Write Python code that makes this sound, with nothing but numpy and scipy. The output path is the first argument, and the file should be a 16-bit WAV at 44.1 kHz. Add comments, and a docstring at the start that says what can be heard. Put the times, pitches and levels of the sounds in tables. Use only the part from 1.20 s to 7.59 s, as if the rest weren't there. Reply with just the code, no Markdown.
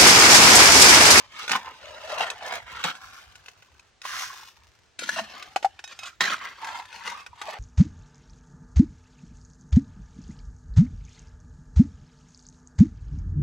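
"""A few metres away, someone in a muddy pool works a shovel through gravel in a half-sunk sieve.
First the steel blade grinds and knocks on stones while water sloshes and trapped air gulps.
From about 2 s a wet load slides off the raised blade and spatters into the pool. Near 3.8 s the
digging resumes; just before 5 s the blade scrapes clear of the water and rings, then plunges back
and pushes on. All along, a clay bank echoes briefly and the air is nearly still."""
import sys
import numpy as np
from scipy import signal
from scipy.fft import rfft, irfft, next_fast_len
from scipy.io import wavfile
from scipy.ndimage import uniform_filter1d, map_coordinates

SR = 44100
rng = np.random.default_rng(int(sys.argv[2]) if len(sys.argv) > 2 else 0)


def generate_wav(signal):
    """Clip the signal to [-1, 1] and save it as 16-bit WAV at the path in sys.argv[1]."""
    frames = np.transpose(np.atleast_2d(signal))
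    scaled = np.clip(frames, -1, 1) * 32767
    pcm = np.round(scaled).astype(np.int16)
    wavfile.write(sys.argv[1], SR, pcm)


N = 281799


def stirring():
    """Stones grind along the blade in jerks while the water gurgles, fizzes, spits drops and heaves."""
    work_db, pocket_hz, hollow_db, heave_db, grit_db = shovelling()
    jerks = amp(1.6 * wobble(45) + 2.3 * wobble(170))
    stones = unit(jerks * (ticks(rate=2000, spread_db=4) + amp(-7) * rng.standard_normal(N)))
    ring = blade_ring(np.arange(SR // 4) / SR, vary_db=3.5, clear=True)
    steel = unit(signal.fftconvolve(stones, ring)[:N])
    gravel = under_water(stones, pocket_hz, hollow_db, grit_db, patchy_db=4.5)
    gurgle = froth(count=1100, centre_hz=pocket_hz, octaves=0.08, cycles=30, spread_db=4)
    fizz = froth(count=900, centre_hz=np.full(N, 1750), octaves=0.375, cycles=77, spread_db=0.5)
    droplets = spray(ticks(rate=90, spread_db=4))
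    heave = unit(band(jerks * rng.standard_normal(N), 159, 325))  # the low slosh of moving water
    slurry = amp(-0.5) * gravel + amp(hollow_db - 13) * gurgle + amp(-10.5) * fizz
    slurry += amp(-13) * droplets + amp(heave_db - 4.5) * heave
    return amp(work_db) * (slurry + amp(-12.5) * is_clear(np.arange(N) / SR) * steel)


def shovelling():
    """Pushes and plunges add up to one level; their pitch, hollowness, heave and grit blend, each weighted by
    its loudness."""
    total, colour = np.zeros(N), np.zeros((4, N))
    for level_db, *traits in [*pushes(), *plunges()]:
        power = amp(np.maximum(level_db, -120)) ** 2
        total += power
        for mix, trait in zip(colour, traits):
            mix += power * trait
    return 10 * np.log10(total), *(colour / total)


# Pushes through sunken gravel. Each row: start in seconds, length in seconds, level in dB, swell in dB,
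# pitch of the air pocket behind the blade in Hz, its hollow ring in dB, gritty treble in dB.
GRAVEL_PUSHES = [(0.0, 0.035, -49.5, -7, 1020, 4, -16), (0.207, 0.065, -38.5, -5.5, 1100, -2.5, -17.5),
                 (0.44, 0.044, -45, 5, 980, 14, -47), (0.637, 0.21, -47, 1.5, 559, 6, -16.5),
                 (0.888, 0.035, -38.5, 3, 581, 8.5, -18), (0.984, 0.14, -36.5, -7.5, 673, -1, -31.5),
                 (1.222, 0.13, -36.5, 7.5, 672, 0.5, -27.5), (1.526, 0.11, -40, -3, 1033, 3, -25),
                 (4.085, 0.14, -47.5, 6, 625, -2.5, -24.5), (4.681, 0.033, -57, 19.5, 1500, -5, -13),
                 (4.858, 0.017, -45, 0.5, 1266, 9, -4.5), (5.233, 0.06, -39.5, -3.5, 1197, 7, -30),
                 (5.439, 0.15, -40, 1.5, 887, 11, -18.5), (5.71, 0.058, -48, 3, 894, 6, -13.5),
                 (5.875, 0.15, -43, -15, 1027, 11.5, -16.5), (6.187, 0.12, -47, 11.5, 990, 14.5, -9),
                 (6.296, 0.14, -43, -10, 724, 1, -35)]
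PUSH_HEAVE_DB = -19


def pushes():
    """The blade gathers speed through the gravel, then coasts to rest."""
    for start, length, db, swell_db, pocket_hz, hollow_db, grit_db in GRAVEL_PUSHES:
        level_db = stroke(start, length, db, swell_db, rise_db_per_s=202, fall_db_per_s=286)
        yield level_db, pocket_hz, hollow_db, PUSH_HEAVE_DB, grit_db


# Plunges into the pool. Each row: start in seconds, length in seconds, level in dB, swell in dB,
# air pocket pitch in Hz on entry and at full depth, heave of water in dB, gritty treble in dB.
POOL_PLUNGES = [(0.308, 0.057, -27, -2.5, 1100, 960, -7.5, -21.5),
                (0.997, 0.041, -31.5, -6, 760, 710, -15, -19.5),
                (1.645, 0.057, -28.5, -3.5, 654, 730, -13, -22),
                (3.79, 0.19, -38, 3.5, 2260, 1800, -11.5, -6.5),
                (3.959, 0.037, -32, 7.5, 796, 637, -11, -16),
                (5.007, 0.13, -29.5, -4, 1800, 1316, -14.5, -17.5)]
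SPLASH_HOLLOW_DB = 4  # a splash tears the pocket open, so it rings little
WASH_GRIT_DB = -11


def plunges():
    """The blade strikes the water, which soon closes over it; a quieter wave washes on."""
    t = np.arange(N) / SR
    for start, length, db, swell_db, entry_hz, deep_hz, heave_db, grit_db in POOL_PLUNGES:
        span = [start, start + length]
        pocket_hz = np.interp(t, span, [entry_hz, deep_hz])  # the pocket changes size with depth
        heaving_db = heave_db + np.interp(t, span, [0.5, 0])
        splash_db = stroke(start, length, db, swell_db, rise_db_per_s=4980, fall_db_per_s=712)
        yield splash_db, pocket_hz, SPLASH_HOLLOW_DB, heaving_db, grit_db
        wash_db = stroke(start, length, db - 18.5, swell_db, rise_db_per_s=4980, fall_db_per_s=31.5)
        yield wash_db, deep_hz, SPLASH_HOLLOW_DB, heave_db - 1.5, WASH_GRIT_DB


# The tone of sunken gravel. Each row: frequency in Hz, relative level in dB.
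GRAVEL_TONE = [(200, -30), (420, -1.5), (1200, -1.5), (2000, -4), (3000, 0), (4500, -3.5), (6600, -11),
               (7500, -14.5), (16000, -34)]
# The air pocket's notes. Each row: multiple of its pitch, share of the hollow ring.
POCKET_NOTES = [(1, 0.93), (1.87, 0.34)]
POCKET_HALF_WIDTH_HZ = 76


def under_water(x, pocket_hz, hollow_db, grit_db, patchy_db):
    """Sunken gravel rings at the air pocket's pitch, is weak below it and brighter where stones lie bare."""
    hz, t, spectrum = signal.stft(x, SR, nperseg=512)
    now = np.minimum((t * SR).astype(int), N - 1)
    hz, pocket = hz[:, None], pocket_hz[now]
    edge_hz = np.minimum(0.85 * pocket, 950)
    bass_cut = 0.3 + hz ** 6 / (hz ** 6 + edge_hz ** 6)
    peaks = sum(share / (1 + ((hz - k * pocket) / POCKET_HALF_WIDTH_HZ) ** 2) for k, share in POCKET_NOTES)
    treble_db = (grit_db[now] + 4.5) * hz ** 2 / (hz ** 2 + 3300 ** 2)
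    patches = unit(uniform_filter1d(rng.standard_normal(spectrum.shape), size=8, axis=1))  # tone flickers
    gain = bass_cut * amp(along(GRAVEL_TONE, hz) + hollow_db[now] * peaks + treble_db + patchy_db * patches)
    return unit(signal.istft(spectrum * gain / np.linalg.norm(gain, axis=0), nperseg=512)[1][:N])


# The blade hits a stone. Each row: start in seconds, relative level in dB, brightness in Hz.
STONE_KNOCKS = [(0.279, -12.5, 1780), (0.294, -9, 1190), (0.316, -3.5, 2130), (1.101, -12.5, 2700),
                (1.337, -14, 1080), (1.639, -5.5, 2540), (1.752, -25.5, 1100), (2.155, -27.5, 2550),
                (2.26, -29, 1820), (2.283, -22, 1440), (2.423, -35, 860), (2.595, -34, 2030),
                (2.817, -24.5, 3520), (2.853, -21, 2070), (3.791, -14, 3250), (3.89, -9, 1420),
                (4.225, -21, 1390), (4.36, -8.5, 945), (4.427, -19, 680), (4.446, -13.5, 790),
                (4.591, -25, 830), (4.64, -21.5, 3120), (4.676, -28.5, 4000), (4.79, -22, 4000),
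                (4.832, -21.5, 1700), (5.007, -4, 1110), (5.053, -19, 2200), (5.445, -22, 1900),
                (5.471, -22.5, 1090), (5.654, -29, 1510), (5.727, -26.5, 1490), (6.063, -23.5, 1160),
                (6.215, -14.5, 854)]


def knocks():
    """A sharp tick, a short crunch and a damped ring, all duller the deeper the stone lies."""
    track, t = np.zeros(N), np.arange(SR // 5) / SR
    for start, db, hz in STONE_KNOCKS:
        bright_octaves = np.log2(hz / 1500)
        crunch_s = 0.03 * (1500 / hz) ** 0.6  # deep stones shift for longer
        crunch = unit(rng.standard_normal(len(t)) * amp(-60 * t / crunch_s))
        ring = amp(-3 + 3 * bright_octaves) * unit(blade_ring(t, vary_db=3.5, clear=is_clear(start)))
        blow = band(crunch + ring, 0.66 * hz, 3.77 * hz, order=1)
        blow = unit(band(blow, 373, 5400, order=2))
        tick = unit(band(rng.standard_normal(len(t)) * amp(-60 * t / 0.02), 2300, 7000, order=1))
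        cushion = 1 - np.exp(-t / 0.0008)  # mud softens the first touch
        add(track, start, amp(db - 28) * cushion * (blow + amp(-20 + 2 * bright_octaves) * tick))
    return track


# The steel blade's notes in air. Each row: pitch in Hz, relative level in dB, seconds to fade by 60 dB.
BLADE_NOTES = [(1480, -9, 0.3), (2550, -4, 0.15), (3770, -4, 0.09), (5110, -5, 0.08), (842, 8, 0.015),
               (1790, -2, 0.04), (2132, -4, 0.05), (3130, 0, 0.025), (6400, -3, 0.04)]
SUNK_RING_SHARE = 0.12  # how much of the ring time is left under water


def blade_ring(t, vary_db, clear):
    """Each spot that is hit stirs the blade's notes differently, and water cuts them short."""
    hz, db, fade_s = np.transpose(BLADE_NOTES)[:, :, None]
    strength = amp(db + vary_db * rng.standard_normal(hz.shape)) * rng.choice([-1, 1], hz.shape)
    fade = amp(-60 * t / (fade_s if clear else SUNK_RING_SHARE * fade_s))
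    return np.sum(strength * fade * np.sin(2 * np.pi * hz * t), axis=0)


def is_clear(seconds):
    """Whether the blade is out of the water and free to ring."""
    return (seconds > 4.62) & (seconds < 4.97)


# Big bubbles. Each row: start in seconds, relative level in dB, pitch in Hz, seconds to fade by 60 dB.
AIR_GULPS = [(.355, -20.5, 1060, 0.025), (0.926, -30, 597, 0.045), (1.005, -25.5, 716, 0.022),
             (2.852, -27.5, 1033, 0.014), (3.101, -39.5, 1075, 0.029), (3.822, -32.5, 493, 0.019),
             (3.89, -24, 1700, 0.04), (3.964, -34, 661, 0.046), (3.99, -35, 658, 0.098),
             (4.009, -42, 214, 0.11), (4.361, -17, 763, 0.018), (4.445, -17, 764, 0.033),
             (4.458, -24.5, 785, 0.029), (5.078, -24, 1644, 0.038), (5.121, -23, 1296, 0.05),
             (5.142, -20, 1360, 0.012), (6.13, -41, 946, 0.033), (6.283, -27.5, 615, 0.09),
             (6.308, -43, 720, 0.039)]


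def gulps():
    """The blade drags pockets of air under; each swells as its neck closes, then rings away."""
    track, t = np.zeros(N), np.arange(SR // 5) / SR
    for start, db, hz, fade_s in AIR_GULPS:
        swell = 1 - np.exp(-20 * t / fade_s)
        add(track, start, amp(db + 9.5) * swell * bubble(t, hz, fade_s, rise=0.04))
    return track


# Wet mud and gravel run off the blade. Each row: start in seconds, length in seconds, level in dB,
# swell in dB, level of the spray above the bubbles in dB.
SLURRY_POURS = [(1.814, 0.2, -50, 1, -2.5), (2.083, 0.59, -64, -10.5, 0), (2.848, 0.18, -37, 8.5, 6),
                (3.045, 0.24, -47, -8.5, 4.5), (3.367, 0.34, -67, -14.5, 1.5)]


def pours():
    """Slurry falls as an even spatter over small bubbles; a thin flow breaks into separate drops."""
    track = np.zeros(N)
    bubbles = froth(count=2800, centre_hz=np.full(N, 1360), octaves=0.33, cycles=16, spread_db=3)
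    for start, length, db, swell_db, spray_db in SLURRY_POURS:
        drops = spray(ticks(rate=90000 * amp(db / 1.15), spread_db=4))
        level_db = stroke(start, length, db, swell_db, rise_db_per_s=897, fall_db_per_s=259.5)
        track += amp(level_db) * unit(bubbles + amp(spray_db) * drops)
    return track


def spray(impacts):
    """Drops strike the pool with a crisp patter over a faint slap."""
    return unit(band(impacts, 1080, 5900, order=6) + amp(-17.5) * band(impacts, 170, TOP_HZ, order=1))


def froth(count, centre_hz, octaves, cycles, spread_db):
    """A swarm of small bubbles, scattered in time and around a pitch that may move."""
    start = rng.integers(0, N, (count, 1))
    pitch, size, life = np.clip(rng.standard_normal((3, count, 1)), -2, 2)
    hz = centre_hz[start] * 2 ** (octaves * pitch)
    fade_s = cycles * 2 ** (life / 2) / hz
    n = np.arange(SR // 25)
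    rings = amp(spread_db * size) * bubble(n / SR, hz, fade_s, rise=0.29)
    return unit(np.bincount((start + n).ravel(), rings.ravel(), N)[:N])


def bubble(t, hz, fade_s, rise):
    """A bubble rings and climbs in pitch as it nears the surface."""
    age = t / fade_s
    return np.sin(2 * np.pi * hz * t * (1 + rise * age / 2)) * amp(-60 * age) * (1 - np.exp(-2 * t * hz))


# The tail of the bank's echo. Each row: frequency in Hz, seconds to fade by 60 dB.
BANK_FADE = [(150, 0.36), (800, 0.083), (12000, 0.17)]


def bank_echo(x):
    """A short, diffuse echo from the bank, different left and right."""
    out, step = np.zeros((2, N)), SR // 5
    for centre in np.arange(0, N + step, step):  # a fresh random echo every 0.2 s keeps the tone even
        hz, t, noise = signal.stft(rng.standard_normal((2, SR // 6)), SR, nperseg=128)
        fade = amp(-60 * t / 0.029) + amp(-14 - 60 * t / along(BANK_FADE, hz)[:, None])
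        fade /= np.linalg.norm(fade, axis=1, keepdims=True)
        colour = amp(along([(500, 0.5), (1500, 7), (4000, 1), (6300, 10.5), (9000, 10.5)], hz))[:, None]
        echoes = signal.istft(noise * fade * colour, nperseg=128)[1] / 8
        n = np.arange(max(centre - step, 0), min(centre + step, N))
        piece = x[n] * np.cos(np.pi / 2 * (n - centre) / step)
        for track, echo in zip(out, echoes):
            add(track, n[0] / SR, signal.fftconvolve(piece, echo))
    common, opposed = amp(-7.5) * out[0], amp(-10.5) * out[1]
    return np.array([common + opposed, common - opposed])


# The tone of the outdoor hush. Each row: frequency in Hz, relative level in dB.
HUSH_TONE = [(20, -18), (60, -14.5), (400, -5.5), (3000, -10.5), (6500, -15.5), (9000, -24), (16000, -78)]


def air():
    """A faint outdoor hush lies over a low, restless rumble that slowly eases."""
    noise = rng.standard_normal(N) + rng.standard_normal((2, N))
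    hush = unit(filtered(noise, lambda hz: amp(along(HUSH_TONE, hz))))
    rumble = unit(band(rng.standard_normal(N) + rng.standard_normal((2, N)), 53, 105.7, order=2))
    rumble_db = curve([(1.5, -63), (2.5, -68)]) + 3.7 * wobble(20)
    return amp(-65) * hush + amp(rumble_db) * rumble


def stroke(start_s, length_s, db, swell_db, rise_db_per_s, fall_db_per_s):
    """The level of one movement in dB: it rises, swells or sags around db, then falls."""
    t = np.arange(N) / SR - start_s
    hold_db = db + swell_db * (np.clip(t / length_s, 0, 1) - 0.5)
    return hold_db - rise_db_per_s * np.maximum(-t, 0) - fall_db_per_s * np.maximum(t - length_s, 0)


def ticks(rate, spread_db):
    """Random tiny hits of uneven size, about rate of them a second."""
    size = amp(spread_db * np.clip(rng.standard_normal(N), -2, 2)) * rng.choice([-1, 1], N)
    return unit(size * (rng.random(N) < rate / SR))


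def wobble(rate):
    """A smooth curve through rate random values a second."""
    return map_coordinates(rng.standard_normal(int(N * rate / SR) + 4), [np.arange(N) * rate / SR])


def amp(db):
    """Turn dB into a multiplier."""
    return 10 ** (np.asarray(db) / 20)


def unit(x):
    """Scale a sound to an average (rms) level of 1."""
    return x / np.sqrt(np.mean(x ** 2) + 1e-20)


def along(points, hz):
    """Read between (Hz, value) points, spaced by octaves."""
    point_hz, values = np.transpose(points)
    return np.interp(np.log(hz + 1), np.log(point_hz + 1), values)


def curve(points):
    """Join (seconds, value) points into one value per sample."""
    return np.interp(np.arange(N) / SR, *np.transpose(points))


def filtered(x, response):
    """Multiply each frequency in x by response(hz)."""
    size = next_fast_len(x.shape[-1] + SR // 8)
    return irfft(rfft(x, size) * response(np.fft.rfftfreq(size, 1 / SR)), size)[..., :x.shape[-1]]


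def band(x, lo_hz, hi_hz, order=3):
    """Keep what lies between two frequencies."""
    return signal.sosfilt(signal.butter(order, [lo_hz, hi_hz], 'band', fs=SR, output='sos'), x)


def add(track, start_s, sound):
    """Mix a sound into a track."""
    part = track[max(round(start_s * SR), 0):][:len(sound)]
    part += sound[:len(part)]


# Where the sieve is heard. Each row: time in seconds, the left side's head start in milliseconds.
LEFT_LEAD = [(0, .08), (2.6, .07), (3.8, .015)]


def scene():
    """The sieve starts left of centre and drifts to the middle; stones and bubbles spread across it."""
    work = stirring() + knocks() + gulps() + pours()
    width = filtered(stirring() + pours(), lambda hz: amp(along([(500, -14), (1500, -9), (6000, -6)], hz)))
    shift = curve(LEFT_LEAD) * SR / 2000  # half the head start for each side, in samples
    direct = [map_coordinates(work + side * width, [np.arange(N) + side * shift]) for side in (1, -1)]
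    return np.array(direct) + bank_echo(work) + air()


TOP_HZ = 15900


def record(dry):
    """The top octave comes slightly early on the right, and everything above TOP_HZ is cut."""
    right = filtered(dry[1], lambda hz: np.exp(2j * np.pi * np.maximum(hz - 8300, 0) / 3700))
    return filtered(np.array([dry[0], right]), lambda hz: hz < TOP_HZ)


dry = scene()
out = record(dry)
generate_wav(out)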